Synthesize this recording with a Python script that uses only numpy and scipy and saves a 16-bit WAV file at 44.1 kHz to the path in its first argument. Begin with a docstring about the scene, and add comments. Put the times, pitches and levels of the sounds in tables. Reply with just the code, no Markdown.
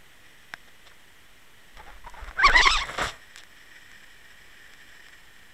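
"""An underwater camera hangs on a fishing rig in a faint hiss of noise and resonant flow; a click rings its housing.
Light brushes of grit follow, then short hoarse groans as the line starts to rub.
The line drags in a rasping stick-slip squeal of unsteady overtones and grit; blows and pressure pulses jerk the rig.
A trickle, then a short gritty rush of water, both filtered grains, end in spray; a few ticks follow as it settles."""
import sys
import numpy as np
from scipy import signal
from scipy.fft import rfft, irfft, next_fast_len
from scipy.io import wavfile
from scipy.ndimage import uniform_filter1d

SR = 44100
rng = np.random.default_rng(int(sys.argv[2]) if len(sys.argv) > 2 else 0)


def wrap_up_sound(samples):
    """Save the sound to the file named by the first command line argument, as 16-bit audio."""
    columns = np.atleast_2d(samples).T
    # keep every value between -1 and 1, then stretch to whole-number steps
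    tamed = np.clip(columns, -1, 1)
    steps = np.round(tamed * 32767).astype(np.int16)
    wavfile.write(sys.argv[1], SR, steps)


N = 243873
TIME_S = np.arange(N) / SR

# Line sticking and slipping. Each row: time in seconds, slip rate in Hz, round tone in dB, sharp edge in dB.
SLIPS = [(2.378, 665, -41, -62), (2.398, 800, -20.5, -44), (2.42, 750, -23.5, -42), (2.432, 990, -20, -42),
         (2.451, 1185, -12, -29), (2.469, 1062, -14, -21.5), (2.48, 1050, -24, -33), (2.486, 840, -24, -39),
         (2.513, 725, -22, -39), (2.53, 900, -32, -36), (2.557, 968, -13, -35), (2.578, 1020, -18.5, -23),
         (2.611, 935, -14.5, -30), (2.634, 1200, -34, -22), (2.656, 1095, -19, -28),
         (2.678, 1060, -17.5, -24), (2.688, 1065, -26, -31), (2.718, 1325, -26.5, -25),
         (2.76, 1215, -23.5, -30), (2.779, 880, -29, -32), (2.8, 880, -31, -35), (2.824, 1150, -26, -39),
         (2.85, 950, -39, -58)]
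# Housing colour on the lowest two overtones. Each row: frequency in Hz, relative level in dB.
ROUND_COLOUR = [(720, -27), (850, -13), (1040, -4), (1110, 4), (1230, -1), (2100, 1), (2250, -3),
                (2650, -3)]
# Housing colour on the sharp edge of each slip. Each row: frequency in Hz, relative level in dB.
EDGE_COLOUR = [(2000, -4), (2700, -4), (3500, 1), (4300, 1.5), (4700, -2), (5300, 3), (6000, -5),
               (6700, -12), (7700, -9), (9300, -20)]
# Spectra of grit and water: dull body, sharp bite, spray. Each row: frequency in Hz, relative level in dB.
BODY_COLOUR = [(60, -6), (150, -6.5), (260, -11), (380, -7), (520, -3), (680, 0), (850, -7), (1150, 0.5),
               (1500, -1), (2100, -2), (2600, -17.5), (4000, -47)]
BITE_COLOUR = [(1500, -59), (2600, 1), (3500, 6), (4100, -1.5), (4700, -9), (5500, 0), (6600, -17.5),
               (7700, -6), (8600, -23.5), (12000, -32), (16000, -53)]
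SPRAY_COLOUR = [(5000, -12), (7700, 11), (8600, -3), (9400, 1), (10200, -2), (11300, 0.5), (12300, -11),
                (15800, -14)]
# Light rubs of the line. Each row: middle in seconds, length in seconds, mid groan pitch in Hz, groan level in dB.
LINE_RUBS = [(1.803, .03, 868, -44.5), (1.885, .055, 828, -49), (2.048, 0.018, 1070, -48),
             (2.074, 0.027, 940, -39), (2.093, 0.025, 986, -49), (2.146, 0.021, 950, -44.5),
             (2.186, 0.046, 870, -46), (2.217, 0.059, 1350, -52.5), (2.286, 0.024, 1160, -46),
             (2.487, 0.018, 548, -30), (2.505, .03, 470, -35), (2.574, 0.055, 655, -37),
             (2.608, .03, 435, -36), (2.666, .03, 390, -35)]
# Brushes over the housing. Each row: middle in seconds, length in seconds, body level in dB, bite level in dB.
GRIT_BRUSHES = [(.682, .019, -53, -56), (.873, .04, -53, -52), (.918, .015, -52, -69),
                (1.778, .02, -50, -53.5), (1.88, .3, -54, -68), (2.24, .3, -50, -65),
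                (2.29, .014, -55, -50), (2.38, .05, -43, -68), (2.49, .035, -27, -52),
                (2.542, .03, -25, -48), (2.9, .04, -34.5, -53), (2.948, .025, -35, -46),
                (3.39, .052, -55, -47)]
# Tackle striking the housing. Each row: start in seconds, peak in dB, brightness in dB per octave.
BLOWS = [(.538, -16.5, 0.5), (1.771, -35, 3), (2.0982, -34.5, 13), (2.244, -33.5, 2), (2.2773, -33, 3),
         (2.311, -27, -4), (2.498, -16, 3.5), (2.562, -17, 5), (2.6128, -16, -3), (2.6711, -12, -1),
         (2.6755, -17, -3), (2.705, -17, -1), (2.981, -24.5, 2), (3.0008, -22, 0), (3.016, -16.5, -4),
         (3.36, -26, 6), (3.3768, -31, 8), (3.384, -30, 13), (3.436, -33, 4.5), (3.9153, -36.5, 4),
         (4.7362, -35, 5), (5.085, -37, 5)]
# Answer of the housing to a blow. Each row: frequency in Hz, relative level in dB.
SHELL_RESPONSE = [(300, -11), (560, -22), (690, -4.5), (860, -5.5), (1350, -4), (1620, 3), (2150, -1.5),
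                  (2800, -15.5), (3400, -11), (4700, -23), (5300, -17), (6400, -28), (7800, -22),
                  (9800, -37), (11000, -32.5), (16000, -48.5)]
# Pushes of water on the housing. Each row: middle in seconds, peak in dB, half width in seconds.
PRESSURE_PUSHES = [(1.838, -46, .01), (2.054, -36, .0083), (2.14, -38.5, .017), (2.231, -31, .0052),
                   (2.288, -31, .0063), (2.482, -19.5, .0091), (2.537, -19, .013), (2.588, -20.5, .0077),
                   (2.647, -20.5, .015), (2.713, -25, .0072), (2.762, -21.5, .01), (2.803, -30, .0058),
                   (3.041, -32, .0049), (3.071, -31.5, .0027)]
# Water after the line lets go. Each row: start in seconds, attack in seconds, hold in seconds,
# fade in dB per second, level in dB.
TRICKLE_SWELL = (2.815, .01, .17, 160, -41)
RUSH_BODY_SWELL = (2.977, .01, .05, 215, -28)
RUSH_BITE_SWELL = (2.977, .004, .115, 620, -37.5)
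RUSH_SPRAY_SWELL = (3.017, .004, .012, 185, -44)
# Steady hiss spectrum. Each row: frequency in Hz, relative level in dB.
HISS_COLOUR = [(15, 8.5), (28, 8), (55, 4), (120, -0.5), (300, -3), (700, -6), (1300, -4.5), (2100, -1.5),
               (2550, -8), (2950, -2), (3700, -8.5), (4600, -15), (7000, -15), (8200, -13.5), (9600, -18),
               (14500, -18), (15800, -28.5)]
# Whisper of water flowing past. Each row: time in seconds, level in dB.
FLOW_LEVEL = [(0, -61.5), (.45, -57), (.6, -60.5), (1.4, -62.5), (3.2, -53.5), (3.5, -55.5), (3.72, -51),
              (4.1, -53.5), (5.05, -52.5), (5.3, -57)]
# Whisper resonances. Each row: frequency before tuning in Hz, pole width in Hz, relative level in dB.
WHISPER_MODES = [(1837, 340, 2), (2280, 420, -4), (2970, 850, -9.5), (5180, 770, -14.5), (7510, 270, -13.5)]

# roughness: cleaner at the top of each tug, rougher where the pitch sags, fraying with time
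ROUGH_START, FRAY_PER_S, ROUGH_PER_SAG, TUG_S = .27, 1.0, 2.1, .09
# slow slipping dulls the edge: below KEEN_HZ, dB per overtone for each Hz slower
KEEN_HZ, DULL_DB_PER_HZ = 1010, .025
SPLIT_DB, SPLIT_RANGE_DB = -26, 8  # slips split into threes only above this round-tone level
# grit: body against the round tone, bite and bubble pops against the sharp edge, rise per unit roughness
GRIT_BODY_DB, GRIT_BITE_DB, POPS_DB, GRIT_ROUGH_DB = -22.5, -6.5, -35, 6
TRICKLE_BITE_DB, TRICKLE_SPRAY_DB = -7, -12.5  # against the body of the trickle
HISS_DB = -56
TUNING_START, TUNING_DRIFT_PER_S = 1.058, -.009  # factor on the whisper resonances, sinking slowly
CUT_HZ = 15830


def amp(db):
    """Decibels to gain."""
    return 10 ** (np.asarray(db) / 20)


def unit(x):
    """Scales to rms 1."""
    return x / np.sqrt(np.mean(x ** 2) + 1e-20)


def add(mix, start_s, sound):
    """Mixes a sound in at start_s."""
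    part = mix[max(round(start_s * SR), 0):][:len(sound)]
    part += sound[:len(part)]


def follow(rows):
    """Interpolates the columns of a curve table at every sample."""
    times_s, *columns = np.transpose(rows)
    return [np.interp(TIME_S, times_s, column) for column in columns]


def during(rows):
    """1 while a curve table lasts, with 8 ms fades outside it."""
    inside_s = np.minimum(TIME_S - rows[0][0], rows[-1][0] - TIME_S)
    return np.clip(inside_s / .008 + 1, 0, 1)


def colour(x, points):
    """Filters x by a curve of (Hz, dB) points, to rms 1."""
    hz, db = np.transpose(points)
    size = next_fast_len(N, True)
    bins_hz = np.fft.rfftfreq(size, 1 / SR)
    gain = amp(np.interp(np.log(bins_hz + 1), np.log(hz), db))
    return unit(irfft(rfft(x, size) * gain, size)[:N])


def wobble(hz):
    """Smooth random motion of rms 1, mostly slower than hz."""
    size = next_fast_len(N, True)
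    lowpass = np.exp(-(np.fft.rfftfreq(size, 1 / SR) / hz) ** 2)
    return unit(irfft(rfft(rng.standard_normal(size)) * lowpass, size)[:N])


def resonate(x, hz, width_hz):
    """Double-pole resonance of gain 1 whose frequency can follow a curve."""
    turn = np.exp(2j * np.pi * np.cumsum(hz * np.ones(len(x))) / SR)
    r = np.exp(-np.pi * width_hz / SR)
    baseband = signal.lfilter([(1 - r) ** 2], [1, -2 * r, r * r], x / turn)
    return 2 * (turn * baseband).real


def grit(per_s, spread_db):
    """Random tiny impacts of very unequal size, at rms 1."""
    size = amp(spread_db * np.minimum(rng.exponential(1, N), 4))
    return unit(size * rng.choice([-1, 1], N) * (rng.random(N) < per_s / SR))


def swell(start_s, attack_s, hold_s, fade_db_per_s, db):
    """Linear attack, hold, then a fade steady in dB."""
    t = TIME_S - start_s
    return np.clip(t / attack_s, 0, 1) * amp(db - fade_db_per_s * np.maximum(t - attack_s - hold_s, 0))


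def roughness(hz):
    """Unevenness of slip, 0.1-0.9: grows with time and where pitch sags below its surroundings."""
    sag = 1 - hz / uniform_filter1d(hz, round(TUG_S * SR))
    fray = FRAY_PER_S * (TIME_S - SLIPS[0][0])
    return np.clip(ROUGH_START + fray + ROUGH_PER_SAG * sag, .1, .9)


def squeal(third_db=-25.5, flutter_db=3.5, soft_db=-27, dulling=0.3, smear=.13, undertone_slope=1.1):
    """Stick-slip gives overtones of the slip rate; in quick, hard slipping every third differs: undertones."""
    hz, round_db, sharp_db = follow(SLIPS)
    rough = roughness(hz)
    phase = 2 * np.pi * np.cumsum(hz * (1 + .04 * rough * wobble(450))) / SR

    def partial(k):
        """One overtone, breaking up in phase and level as the slips get rough."""
        start_phase = 2 * np.pi * rng.random()
        stray = start_phase + (1.7 * rough ** 2 + smear * max(k - 2, 0)) * wobble(200)
        shimmer_db = 5 * rough * (wobble(160) - rough / 2)
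        return np.sqrt(2) * np.cos(k * phase + stray) * amp(shimmer_db)

    def stack(multiples, heights):
        """Overtones weighted to a joint level of 1 before shimmer."""
        total = sum(h * partial(k) for k, h in zip(multiples, heights))
        return total / np.linalg.norm(heights, axis=0)

    low, high = (1, 2), range(3, 8)
    tone = stack(low, [amp(np.interp(k * hz, *np.transpose(ROUND_COLOUR))) for k in low])

    slope_db = dulling * np.minimum(sharp_db - soft_db, 0)  # soft slips have rounder edges
    slope_db = slope_db - DULL_DB_PER_HZ * np.clip(KEEN_HZ - hz, 0, 180)
    edge_heights = []
    for k in high:
        housing_db = np.interp(k * hz, *np.transpose(EDGE_COLOUR))
        edge_heights.append(amp(housing_db + k * slope_db + flutter_db * wobble(45)) / k)
    edge = stack(high, edge_heights)

    undertones = sum(partial(k / 3) / k ** undertone_slope for k in (1, 2, 4, 5))
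    quick = np.clip((hz - 800) / 200, 0, 1)
    hard = np.clip((round_db - SPLIT_DB) / SPLIT_RANGE_DB, 0, 1)
    round_tone = amp(round_db) * (tone + amp(third_db) * quick * hard * undertones)
    return (round_tone + amp(sharp_db) * edge) * during(SLIPS)


def scrape():
    """Grit drags over the housing with the squealing line, more when it slips roughly."""
    hz, round_db, sharp_db = follow(SLIPS)
    grains, coarse, pops = grit(3000, 4.0), grit(2500, 2.8), grit(130, 3.0)
    dull = amp(round_db + GRIT_BODY_DB) * colour(coarse, BODY_COLOUR)
    bite = amp(GRIT_BITE_DB) * colour(grains, BITE_COLOUR)
    bubbles = amp(POPS_DB) * colour(pops, SPRAY_COLOUR)
    sharp = amp(sharp_db) * (bite + bubbles)
    return (dull + sharp) * amp(GRIT_ROUGH_DB * roughness(hz)) * during(SLIPS)


def rubs(hoarse_db=-7, hiss_db=-14, jitter=0.042, rise=0.13, arch=0.061):
    """Each light rub is a short hoarse groan that arches in pitch; a brush is grit alone."""
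    grains = grit(4000, 4.2)
    dull, rasp = colour(grains, BODY_COLOUR), colour(grains, BITE_COLOUR)
    hoarse = dull + amp(hiss_db) * rasp
    waver = 1 + jitter * wobble(380)
    out = np.zeros(N)
    for middle_s, length_s, hz, db in LINE_RUBS:
        u = np.clip(2 * (TIME_S - middle_s) / length_s, -1, 1)
        pitch_hz = hz * (1 + rise * u / 2 - arch * u ** 2) * waver
        groan = np.sqrt(2) * np.sin(2 * np.pi * np.cumsum(pitch_hz) / SR)
        out += amp(db) * (groan + amp(hoarse_db) * hoarse) * (1 - u ** 2)
    for middle_s, length_s, body_db, bite_db in GRIT_BRUSHES:
        envelope = np.maximum(1 - (2 * (TIME_S - middle_s) / length_s) ** 2, 0)
        out += (amp(body_db) * dull + amp(bite_db) * rasp) * envelope
    return out


def clicks(lag_s=0.000486, scatter_db=-2, scatter_t60_s=0.013, linger_db=-17, linger_t60_s=.07,
           linger_hz=1700, size=4096):
    """Blows ring the housing; bending waves carry the treble in first, so each click chirps downward."""
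    out, hz, t = np.zeros(N), np.fft.fftfreq(size, 1 / SR), np.arange(size) / SR
    octaves = np.log2((abs(hz) + 1) / 1000)
    shell_hz, shell_db = np.transpose(SHELL_RESPONSE)
    shell = np.interp(np.log(abs(hz) + 1), np.log(shell_hz), shell_db)
    travel = np.exp(-2j * np.pi * hz * 2 * lag_s / 2 ** (octaves / 2))  # delay lag_s at 1 kHz
    scattered = amp(scatter_db) * np.clip(abs(hz) / 5000, .3, 1)  # short waves bounce around the shell most
    lingering = amp(linger_db) / (1 + (hz / linger_hz) ** 4)  # the low modes ring on faintly

    def decaying_noise(t60_s):
        """Spectrum of a random decaying tail of energy 1."""
        tail = rng.standard_normal(size) * amp(-60 * t / t60_s)
        return np.fft.fft(tail / np.linalg.norm(tail))

    for start_s, db, bright_db in BLOWS:
        log_gain = np.log(amp(shell + bright_db * np.clip(octaves, -1, 2.6)))
        bounces = scattered * decaying_noise(scatter_t60_s)
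        late = lingering * decaying_noise(linger_t60_s)
        response = np.exp(np.conj(signal.hilbert(log_gain)))  # minimum phase: rings only after the blow
        ring = np.fft.ifft(response * travel * (1 + bounces + late)).real[:size // 2]
        add(out, start_s, amp(db) * ring / abs(ring).max())
    return out


def jerks(sway_db=-48, churn_db=-55, churn_hz=230):
    """Each jerk is a push of pressure between two dips; the rig sways, and churns water while dragged hard."""
    out = amp(sway_db) * wobble(52) * np.interp(TIME_S, [1.7, 1.8, 3.08, 3.2], [0, 1, 1, 0])
    out += amp(churn_db) * wobble(churn_hz) * np.interp(TIME_S, [2.5, 2.7, 3.05, 3.18], [0, 1, 1, 0])
    for middle_s, db, half_width_s in PRESSURE_PUSHES:
        u = ((TIME_S - middle_s) / half_width_s) ** 2
        out += amp(db) * (1 - u) * np.exp(-u / 2)
    return out


def rush():
    """A trickle with separate tiny pops, then a gritty rush of water that ends in a spray of bubbles."""
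    grains, coarse, pops = grit(5000, 3.0), grit(3000, 2.4), grit(260, 2.2)
    dull, sharp = colour(coarse, BODY_COLOUR), colour(grains, BITE_COLOUR)
    trickle = dull + amp(TRICKLE_BITE_DB) * sharp
    trickle += amp(TRICKLE_SPRAY_DB) * colour(pops, SPRAY_COLOUR)
    out = swell(*TRICKLE_SWELL) * trickle
    out += swell(*RUSH_BODY_SWELL) * dull + swell(*RUSH_BITE_SWELL) * sharp
    return out + swell(*RUSH_SPRAY_SWELL) * colour(grains, SPRAY_COLOUR)


def hiss(flutter_db=2.1):
    """Steady coloured noise, and flowing water whispering in the resonances of the housing."""
    flow_db, = follow(FLOW_LEVEL)
    tuning = TUNING_START + TUNING_DRIFT_PER_S * TIME_S
    stream = grit(7000, 2.0) * amp(flutter_db * wobble(40))
    whisper = sum(amp(db) * resonate(stream, hz * tuning, width_hz) for hz, width_hz, db in WHISPER_MODES)
    steady = amp(HISS_DB) * colour(rng.standard_normal(N), HISS_COLOUR)
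    return steady + amp(flow_db) * unit(whisper)


def scene():
    """Everything reaches the one microphone through the housing."""
    return (squeal() + scrape() + rubs() + clicks() + jerks() + rush() + hiss())[None]


def record(dry):
    """The band limit of the camera and its small steady offset."""
    lowpass = signal.firwin(511, CUT_HZ, window=("kaiser", 9), fs=SR)
    offset = .0026
    return signal.oaconvolve(dry, lowpass[None], "same") + offset


dry = scene()
out = record(dry)
wrap_up_sound(out)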